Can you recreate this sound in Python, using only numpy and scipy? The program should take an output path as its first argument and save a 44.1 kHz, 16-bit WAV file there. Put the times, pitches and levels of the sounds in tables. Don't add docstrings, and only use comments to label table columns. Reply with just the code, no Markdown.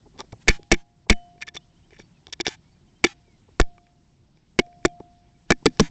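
import sys
import numpy as np
from scipy import signal
from scipy.fft import irfft
from scipy.io import wavfile
from scipy.ndimage import uniform_filter1d

SR = 44100
rng = np.random.default_rng(int(sys.argv[2]) if len(sys.argv) > 2 else 0)


def generate_wav(signal):
    frames = np.transpose(np.atleast_2d(signal))
    scaled = np.clip(frames, -1, 1) * 32767
    pcm = np.round(scaled).astype(np.int16)
    wavfile.write(sys.argv[1], SR, pcm)


def ratio_of_db(decibels):
    return 10 ** (np.asarray(decibels, float) / 20)


N = 260190


def ring(clicks, hz, t60):
    radius = ratio_of_db(-60 / (t60 * SR))
    turn = 2 * np.pi * hz / SR
    return signal.lfilter([0, np.sin(turn)], [1, -2 * radius * np.cos(turn), radius * radius], clicks + 1e-18)


def family(clicks, modes, damping=1):
    return sum(ratio_of_db(db) * ring(train, hz, t60 / damping) for train, (hz, db, t60) in zip(clicks, modes))


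def window(start_s, length_s, edge):
    first = round(start_s * SR)
    count = min(round(length_s * SR), N - first)
    return slice(first, first + count), signal.windows.tukey(count, min(edge, 1))


def drift(rate_hz):
    radius = np.exp(-80 * np.pi * rate_hz / SR)
    white = rng.standard_normal(N // 40 + 2002)
    slow = signal.lfilter([1], [1, -2 * radius, radius * radius], white)[2000:]
    return np.interp(np.arange(N) / 40, np.arange(len(slow)), slow / slow.std())


def coloured(spectrum, patchy_db):
    out = 0
    edges = 16 * 2 ** np.arange(0, 9.6, .5)
    white = rng.standard_normal((2, N))
    hz, db = np.transpose(spectrum)
    for k, (low, high) in enumerate(zip(edges, edges[1:])):
        bandpass = signal.butter(2, [low, high], "band", fs=SR, output="sos")
        band = signal.sosfilt(bandpass, white[k % 2])
        level_db = np.interp(np.log(low * high) / 2, np.log(hz), db)
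        out = out + band * ratio_of_db(level_db + patchy_db * drift(12))
    return out / out.std()


# (frequency [Hz], density [dB per Hz])
AIR_COLOUR = [(12, -39), (20, -1), (48, -3.5), (157, -1), (203, -12.5), (237, -3.5), (313, -11.5),
              (470, -36.5), (689, -13), (783, -23), (1210, -29), (4660, -30), (7550, -33.5), (8800, -55),
              (11400, -82), (19400, -120)]
# (time [s], level [dB])
AIR_LEVEL = [(0.0, -56.5), (0.569, -53.5), (0.819, -62.5), (1.22, -57), (3.618, -57.5), (3.908, -60),
             (4.44, -60.5), (4.81, -57), (5.449, -58.5), (5.78, -52), (5.9, -50)]
# (time [s], length [s], level [dB])
HISS_GAPS = [(1.437, .03, -9), (1.497, .045, -9), (2.29, .03, -4), (2.42, .03, -18), (1.052, .034, -8)]


def air():
    s, db = np.transpose(AIR_LEVEL)
    level_db = np.interp(np.arange(N) / SR, s, db)
    noise = ratio_of_db(level_db) * coloured(AIR_COLOUR, patchy_db=1.6)
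    hiss = signal.sosfilt(signal.butter(2, 900, "high", fs=SR, output="sos"), noise)
    kept = np.ones(N)
    for start, length, gap_db in HISS_GAPS:
        at, hump = window(start, length, edge=.3)
        kept[at] *= ratio_of_db(gap_db * hump)
    return noise - (1 - kept) * hiss


# (time [s], level [dB])
CHIRPS = [(1.6, -69), (1.687, -75.5), (1.749, -66.5), (1.823, -67.5), (1.715, -78), (1.895, -74),
          (3.39, -83)]
CHIRP_S, CHIRP_FROM_HZ, CHIRP_TO_HZ = .04, 2750, 3350
# (time [s], pitch [Hz], level [dB])
PIPS = [(2.02, 4520, -69), (2.709, 4550, -71.5), (2.865, 3080, -70), (2.95, 3120, -69.5),
        (2.745, 2400, -76), (5.17, 3530, -77), (5.235, 2350, -76), (4.615, 2400, -72), (4.626, 3300, -74),
        (4.732, 3330, -77), (4.874, 2410, -68.5), (4.885, 3225, -68.5), (4.936, 4390, -77),
        (5.26, 3300, -76), (5.34, 2300, -73.5)]
PIP_S, PIP_RISE_PER_KHZ = .037, .035
# (time [s], length [s], first pitch [Hz], last pitch [Hz], level [dB])
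WHISTLES = [
    (2.141, 0.046, 2734, 2470, -69),
    (2.62, 0.098, 2144, 2312, -74),
    (3.222, 0.17, 2475, 1960, -72),
]


def songs():
    rows = WHISTLES + [(s, CHIRP_S, CHIRP_FROM_HZ, CHIRP_TO_HZ, db) for s, db in CHIRPS]
    for s, hz, db in PIPS:
        bend = PIP_RISE_PER_KHZ * (hz / 1000 - 3.3) / 2
        rows = rows + [(s, PIP_S, hz * (1 - bend), hz * (1 + bend), db)]
    return rows


def birds():
    out = np.zeros(N)
    for s, length, from_hz, to_hz, db in songs():
        at, hump = window(s, length, edge=.6)
        phase = 2 * np.pi * np.cumsum(np.linspace(from_hz, to_hz, len(hump))) / SR
        out[at] += ratio_of_db(db) * hump * np.sin(phase)
    out = out + ratio_of_db(-10) * np.roll(out, round(.015 * SR))
    return out * ratio_of_db(3 * drift(90))


# (frequency [Hz], density [dB per Hz])
BURST_COLOUR = [(290, -38), (500, -16), (683, -16), (818, -2), (1260, -13.5), (1700, -3), (4340, -9.5),
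                (5380, -10.5), (7350, -13.5), (8800, -31.5), (11400, -52), (19400, -120)]
# (time [s], length [s], level [dB])
TAILS = [(.492, .09, -43), (.755, .08, -59), (1.13, .09, -66), (2.485, .077, -44), (3.06, .08, -46),
         (5.805, .087, -42)]
# (time [s], length [s])
SWELLS = [
    (0.398, 0.035),
    (5.476, 0.036),
]
LEAD_S, SWELL_DB, FACE_LEAD_DB, RIM_LEAD_DB = .012, -59, -57.5, -60.5


def burst_times():
    leads = []
    for rows, under_db in [(FACE_BLOWS, FACE_LEAD_DB), (RIM_BLOWS, RIM_LEAD_DB)]:
        leads += [(s - LEAD_S, LEAD_S, db + under_db, .9) for s, db, *_ in rows]
    swells = [(s, length, SWELL_DB, .6) for s, length in SWELLS]
    return leads + swells + [(*tail, .05) for tail in TAILS]


def hiss_bursts(share):
    out = np.zeros(N)
    hz, db = np.transpose(BURST_COLOUR)
    colour = ratio_of_db(np.interp(np.log(np.arange(1, 2050) * SR / 4096), np.log(hz), db))
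    for s, length, level_db, rising in burst_times():
        draw = rng.standard_normal((3, 2049))
        strength = .1 + (np.abs(draw[2]) < share)
        lines = irfft(colour * (draw[0] + 1j * draw[1]) * strength)
        at = window(s, length, edge=1)[0]
        part = np.linspace(0, 1, at.stop - at.start)
        fade = np.minimum(part / np.clip(rising, .01, 1), 1)
        if rising < .5:
            fade = fade * np.cos(np.pi / 2 * part ** 2)
        out[at] += ratio_of_db(level_db) * fade * np.resize(lines, len(part)) / lines.std()
    return out


# (time [s], length [s], strength [dB], knock over body [dB])
BUMPS = [(0.05, 0.032, -44, -4), (0.131, 0.058, -49, 0.5), (0.181, 0.042, -39, 13), (0.226, 0.03, -49, -4),
         (0.322, 0.019, -37, 1), (0.589, 0.013, -46.5, -12), (1.063, .014, -55, 8.5),
         (1.349, 0.017, -52, -6), (1.548, 0.011, -36, -5), (1.918, 0.022, -47, -6),
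         (1.989, 0.0089, -41.5, -5), (2.274, 0.019, -52.5, 6), (2.396, 0.013, -42, 0),
         (3.272, .018, -54, -15), (3.476, 0.021, -53, 0), (4.556, 0.018, -58, -6), (4.666, .012, -55, -6),
         (4.998, .014, -35, -5), (5.622, 0.013, -47.5, -1)]


def bumps():
    out = 0
    for modes, knock_share, family_db in [(DEEP, 0, -6), (BODY, 0, 0), (KNOCK[:3], 1, 0)]:
        press = np.zeros(N)
        for s, length, db, knock_db in BUMPS:
            at, hump = window(s, length, edge=.8)
            press[at] += ratio_of_db(db + knock_share * knock_db + family_db) * hump / np.sqrt(length * SR)
        rubbing = 3 * press * rng.standard_normal((len(modes), N))
        out = out + family(rubbing, modes, damping=1.3)
    return signal.sosfilt(signal.butter(4, 1100, fs=SR, output="sos"), out)


# (time [s], length [s], clack [dB], tick [dB])
SCRATCHES = [(0.18, 0.042, -47, -37.5), (0.32, 0.011, -46.5, -42.5), (1.12, 0.016, -39, -37.5),
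             (1.407, 0.029, -35, -35.5), (1.464, 0.03, -40.5, -37), (1.537, 0.044, -46, -38),
             (1.563, 0.0038, -25.5, -60), (1.902, 0.09, -57, -57.5), (1.977, 0.055, -59, -49.5),
             (2.27, 0.041, -68, -57), (2.322, 0.019, -42, -30.5), (2.401, .016, -36.5, -23),
             (2.447, 0.025, -37.5, -36.5), (2.466, .03, -38.5, -30)]
SKID_LATE_S, SKID_S = .013, .023
FACE_SKID_DB, RIM_SKID_DB = (-36.5, -40.5), (-61, -57)


def strokes():
    rows = list(SCRATCHES)
    for hits, (clack_db, tick_db) in [(FACE_BLOWS, FACE_SKID_DB), (RIM_BLOWS, RIM_SKID_DB)]:
        rows += [(s + SKID_LATE_S, SKID_S, db + clack_db, db + tick_db) for s, db, *_ in hits]
    return rows


def scratches(per_s, uneven_db):
    out = 0
    for column, modes in [(2, CLACK + KNOCK[-1:]), (3, TICK)]:
        stroke = np.zeros(N)
        for row in strokes():
            at, hump = window(row[0], row[1], edge=.64)
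            stroke[at] += ratio_of_db(row[column]) * hump
        sizes = ratio_of_db(uneven_db * np.minimum(rng.exponential(1, N), 4))
        catches = rng.random(N) < per_s / SR
        clicks = stroke * (sizes * catches) * rng.standard_normal((len(modes), N)) / 4
        out = out + family(clicks, modes)
    return out


# (frequency [Hz], level [dB], t60 [s])
CLACK = [(2060, -6, .016), (2200, -4, .022), (2310, 0, .022), (2550, -9, .013), (2900, -9, .013)]
# (frequency [Hz], level [dB], t60 [s])
DEEP = [(165, -22, .09), (212, 0, .036), (255, -4, .03), (120, -18, .06)]
# (frequency [Hz], level [dB], t60 [s])
BODY = [(305, -24, .06), (378, 0, .024), (350, -20, .05), (430, -3, .022), (590, -12, .014)]
# (frequency [Hz], level [dB], t60 [s])
TICK = [(3539, -0.5, 0.0078), (4390, -13.5, 0.0068), (4632, -1.5, 0.004), (5638, -2.5, 0.0081),
        (6636, -14, 0.0092), (7290, -11.5, 0.0062)]
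# (frequency [Hz], level [dB], t60 [s])
KNOCK = [(790, -3, .02), (1000, -7, .015), (1200, -10, .014), (1470, -6, .014), (1760, -2, .017)]
LOWS_LATE_S = .0006


def strikes(rows, spread_db, damping, contact_s, glancing=False):
    rows = np.array(rows)
    out = np.zeros(N)
    for column, modes in enumerate([CLACK, DEEP, BODY, TICK, KNOCK], start=1):
        low = modes in (DEEP, BODY)
        at = np.round((rows[:, 0] + LOWS_LATE_S * low) * SR).astype(int)
        uneven_db = spread_db * rng.standard_normal((len(at), len(modes))).T
        clicks = np.zeros((len(modes), N))
        clicks[:, at] = -ratio_of_db(rows[:, column] + uneven_db)
        if glancing:
            clicks[1::2] *= -1
        if low:
            clicks = uniform_filter1d(clicks, size=round(contact_s * SR), axis=1)
        out += family(clicks, modes, damping)
    return out


# (time [s], strength [dB], edge: tick over clack [dB], heft: body over clack [dB])
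PECKS = [(.1782, -54, 5, 3.5), (0.1918, -47, -2, 5), (0.2047, -34, 8.5, -8), (0.4754, -24.5, -11.5, 2.5),
         (.631, -57, 13, 1), (1.3793, -54, -19, 1), (1.423, -41.5, 10, -12), (1.476, -55.5, -3, -8),
         (1.4873, -50, 18.5, 4), (1.566, -40.5, 8.5, -4), (1.9071, -54.5, 3.5, 4), (1.9991, -40.5, -22, 7),
         (2.2691, -47.5, 9, 7.5), (2.3267, -57, 7, -1.5), (2.3342, -62.5, 27, 3), (2.4011, -21, -8, -24),
         (2.4101, -46, 31.5, 17.5), (2.4665, -16.5, 3.5, -9), (2.4733, -24.5, 6.5, -8.5),
         (2.4801, -28, 10.5, 4), (3.614, -29.5, 10.5, -6), (3.78, -47, -12, -11), (3.868, -56.5, -5, -12),
         (4.3723, -60.5, 2, 2), (4.728, -62, -9, -3), (4.829, -60.5, -10, -7), (5.520, -6, -0.5, -3),
         (5.683, -58, 11.5, -6), (5.702, -60, 4, 13), (5.772, -51, 2, -20.5)]
PECK_KNOCK_DB, PECK_DEEP_DB = -2.5, -13
# (time [s], level [dB])
CLAW_TICKS = [(.2214, -51), (0.2475, -60), (1.408, -47.5), (1.545, -48), (1.792, -67), (2.394, -51),
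              (4.664, -57), (5.0015, -54)]
CLAW_EDGE_DB, CLAW_HEFT_DB = -1.5, -10


def pecks():
    claws = [(s, db, CLAW_EDGE_DB, CLAW_HEFT_DB) for s, db in CLAW_TICKS]
    rows = []
    for s, db, edge_db, heft_db in PECKS + claws:
        body_db = db + heft_db
        rows.append((s, db, body_db + PECK_DEEP_DB, body_db, db + edge_db, db + PECK_KNOCK_DB))
    return strikes(rows, spread_db=3, damping=1.3, contact_s=.0012, glancing=True)


# (frequency [Hz], t60 [s], [(time [s], level [dB]) when set ringing])
MOUNT = [
    (703, 1.05, [(.483, -57), (.718, -58), (1.10, -40), (3.045, -61), (3.60, -49), (4.591, -43), (4.852, -40), (5.506, -60), (5.658, -59.5), (5.80, -55)]),
    (818, .5, [(.483, -45), (.718, -52)]),
    (630, 1.0, [(4.591, -60), (4.852, -60)]),
    (3015, .5, [(1.10, -49)]),
]
# (frequency [Hz], t60 [s], [(time [s], level [dB]) when set ringing])
LONE_MODES = [(3510, .025, [(1.486, -36), (1.571, -24), (3.047, -19), (3.068, -26)]),
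              (2410, .02, [(.508, -24), (1.113, -15), (1.423, -20.5), (1.481, -41), (1.567, -36)]),
              (5600, 0.018, [(1.424, -38), (1.486, -38), (1.546, -38), (1.567, -32), (2.327, -26.5)]),
              (1757, 0.038, [(1.428, -35.5), (1.48, -28), (1.997, -46), (2.33, -39.5), (3.068, -28.5),
              (3.609, -24), (5.508, -13.5), (5.522, -23.5), (5.662, -14.5)]), (1176, 0.025, [(.206, -30),
              (1.567, -36), (3.781, -48.5)]), (349.3, .048, [(.725, -9.5), (1.111, -14), (2.402, -20),
              (3.047, -7.5), (5.509, -8.5), (5.661, -12), (5.802, -8)]), (249, .07, [(5.52, -20.5),
              (5.668, -12), (5.81, -17)]), (213.5, .08, [(1.109, -13)]), (112.2, .08, [(.328, -29)]),
              (289, 0.09, [(5.803, -11)])]


def mount():
    out = np.zeros(N)
    for hz, t60, hits in MOUNT + LONE_MODES:
        for s, db in hits:
            out += ratio_of_db(db) * ring(np.arange(N) == round(s * SR), hz, t60)
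    return out


def shoves():
    push = np.zeros(N)
    for hits, late_s in [(FACE_BLOWS, .0021), (RIM_BLOWS, 0)]:
        for s, *_, height in hits:
            length_s = .018 if height < 0 else .014
            at, hump = window(s + late_s, length_s, edge=.78)
            push[at] += height * hump
    return signal.lfilter(*signal.butter(1, 7, "high", fs=SR), push)


def rattle(rows, below_db, t60):
    shake = np.zeros(N)
    for row in rows:
        shake[round(row[0] * SR)] = ratio_of_db(row[4] + below_db)
    dying = signal.lfilter([1], [1, -ratio_of_db(-60 / (t60 * SR))], shake + 1e-18)
    bandpass = signal.butter(1, [600, 7000], "band", fs=SR, output="sos")
    return dying * signal.sosfilt(bandpass, rng.standard_normal(N))


def blow_contacts(hits, mix_db, bounce_db, bounce_s):
    rows = []
    for s, *drive_db in hits:
        rows.append((s, *np.add(drive_db, mix_db)))
        rows.append((s + bounce_s, *np.add(drive_db, bounce_db)))
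    return rows


# (time [s], strength [dB], heft [dB], signed membrane shove [full scale])
FACE_BLOWS = [
    (.4812, 12.5, -4, -.7),
    (.7157, 11.5, -2, -.42),
    (1.0975, 11, 0, 1.1),
    (3.0407, 5, -8, 0),
]
# (time [s], strength [dB], depth [dB], edge [dB], signed membrane shove [full scale])
RIM_BLOWS = [
    (3.5986, 5.5, -5.5, 3, -0.81),
    (4.5895, 4.5, -13.5, -10.5, -.04),
    (4.8506, 7, -11, -5.5, -.04),
    (5.5042, 9.5, -1, -4.5, -.15),
    (5.6573, 9, 0.5, 2, 0.056),
    (5.7967, 9.5, 10, 3.5, -0.3),
]
# (clack [dB], deep [dB], body [dB], tick [dB], knock [dB])
FACE_MIX_DB, FACE_BOUNCE_DB = (-1.5, -4, -3, -4, -9.5), (-9, -14, 3.5, -3.5, -19.5)
RIM_MIX_DB, RIM_BOUNCE_DB = (-18.5, 2, 0.0, -1, -8.5), (-34, -18.5, -24.5, -12.5, -23.5)
FACE_BOUNCE_S, RIM_BOUNCE_S, BLOW_CONTACT_S = .0045, .006, .0003


def blows():
    face = [(s, db, heft_db, heft_db, db, db) for s, db, heft_db, _ in FACE_BLOWS]
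    rim = [(s, db - edge_db, depth_db, db, db + edge_db, db) for s, db, depth_db, edge_db, _ in RIM_BLOWS]
    face = blow_contacts(face, FACE_MIX_DB, FACE_BOUNCE_DB, FACE_BOUNCE_S)
    rim = blow_contacts(rim, RIM_MIX_DB, RIM_BOUNCE_DB, RIM_BOUNCE_S)
    face_sound = strikes(face, spread_db=4.5, damping=.77, contact_s=BLOW_CONTACT_S)
    rim_sound = strikes(rim, spread_db=7.5, damping=1.1, contact_s=BLOW_CONTACT_S)
    return face_sound + rim_sound + rattle(face + rim, below_db=-13.5, t60=.022)


def scene():
    housing = blows() + ratio_of_db(1.5) * pecks() + ratio_of_db(-0.5) * bumps() + scratches(per_s=1600, uneven_db=4.0)
    return (housing + shoves() + mount() + birds() + air())[None]


def top_cut(x):
    return signal.sosfilt(signal.butter(12, 8990, fs=SR, output="sos"), x)


OVERLOAD, CUTOFF_HZ = 0.37, 8015


def record(dry):
    clipped = np.clip(dry, -OVERLOAD, OVERLOAD) + hiss_bursts(share=.32)
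    steep = signal.cheby2(10, 55, CUTOFF_HZ * 1.187, fs=SR, output="sos")
    narrow = signal.sosfilt(steep, clipped)
    narrow = signal.sosfilt(signal.butter(4, 10500, fs=SR, output="sos"), narrow)
    return top_cut(narrow)


dry = scene()
out = record(dry)
generate_wav(out)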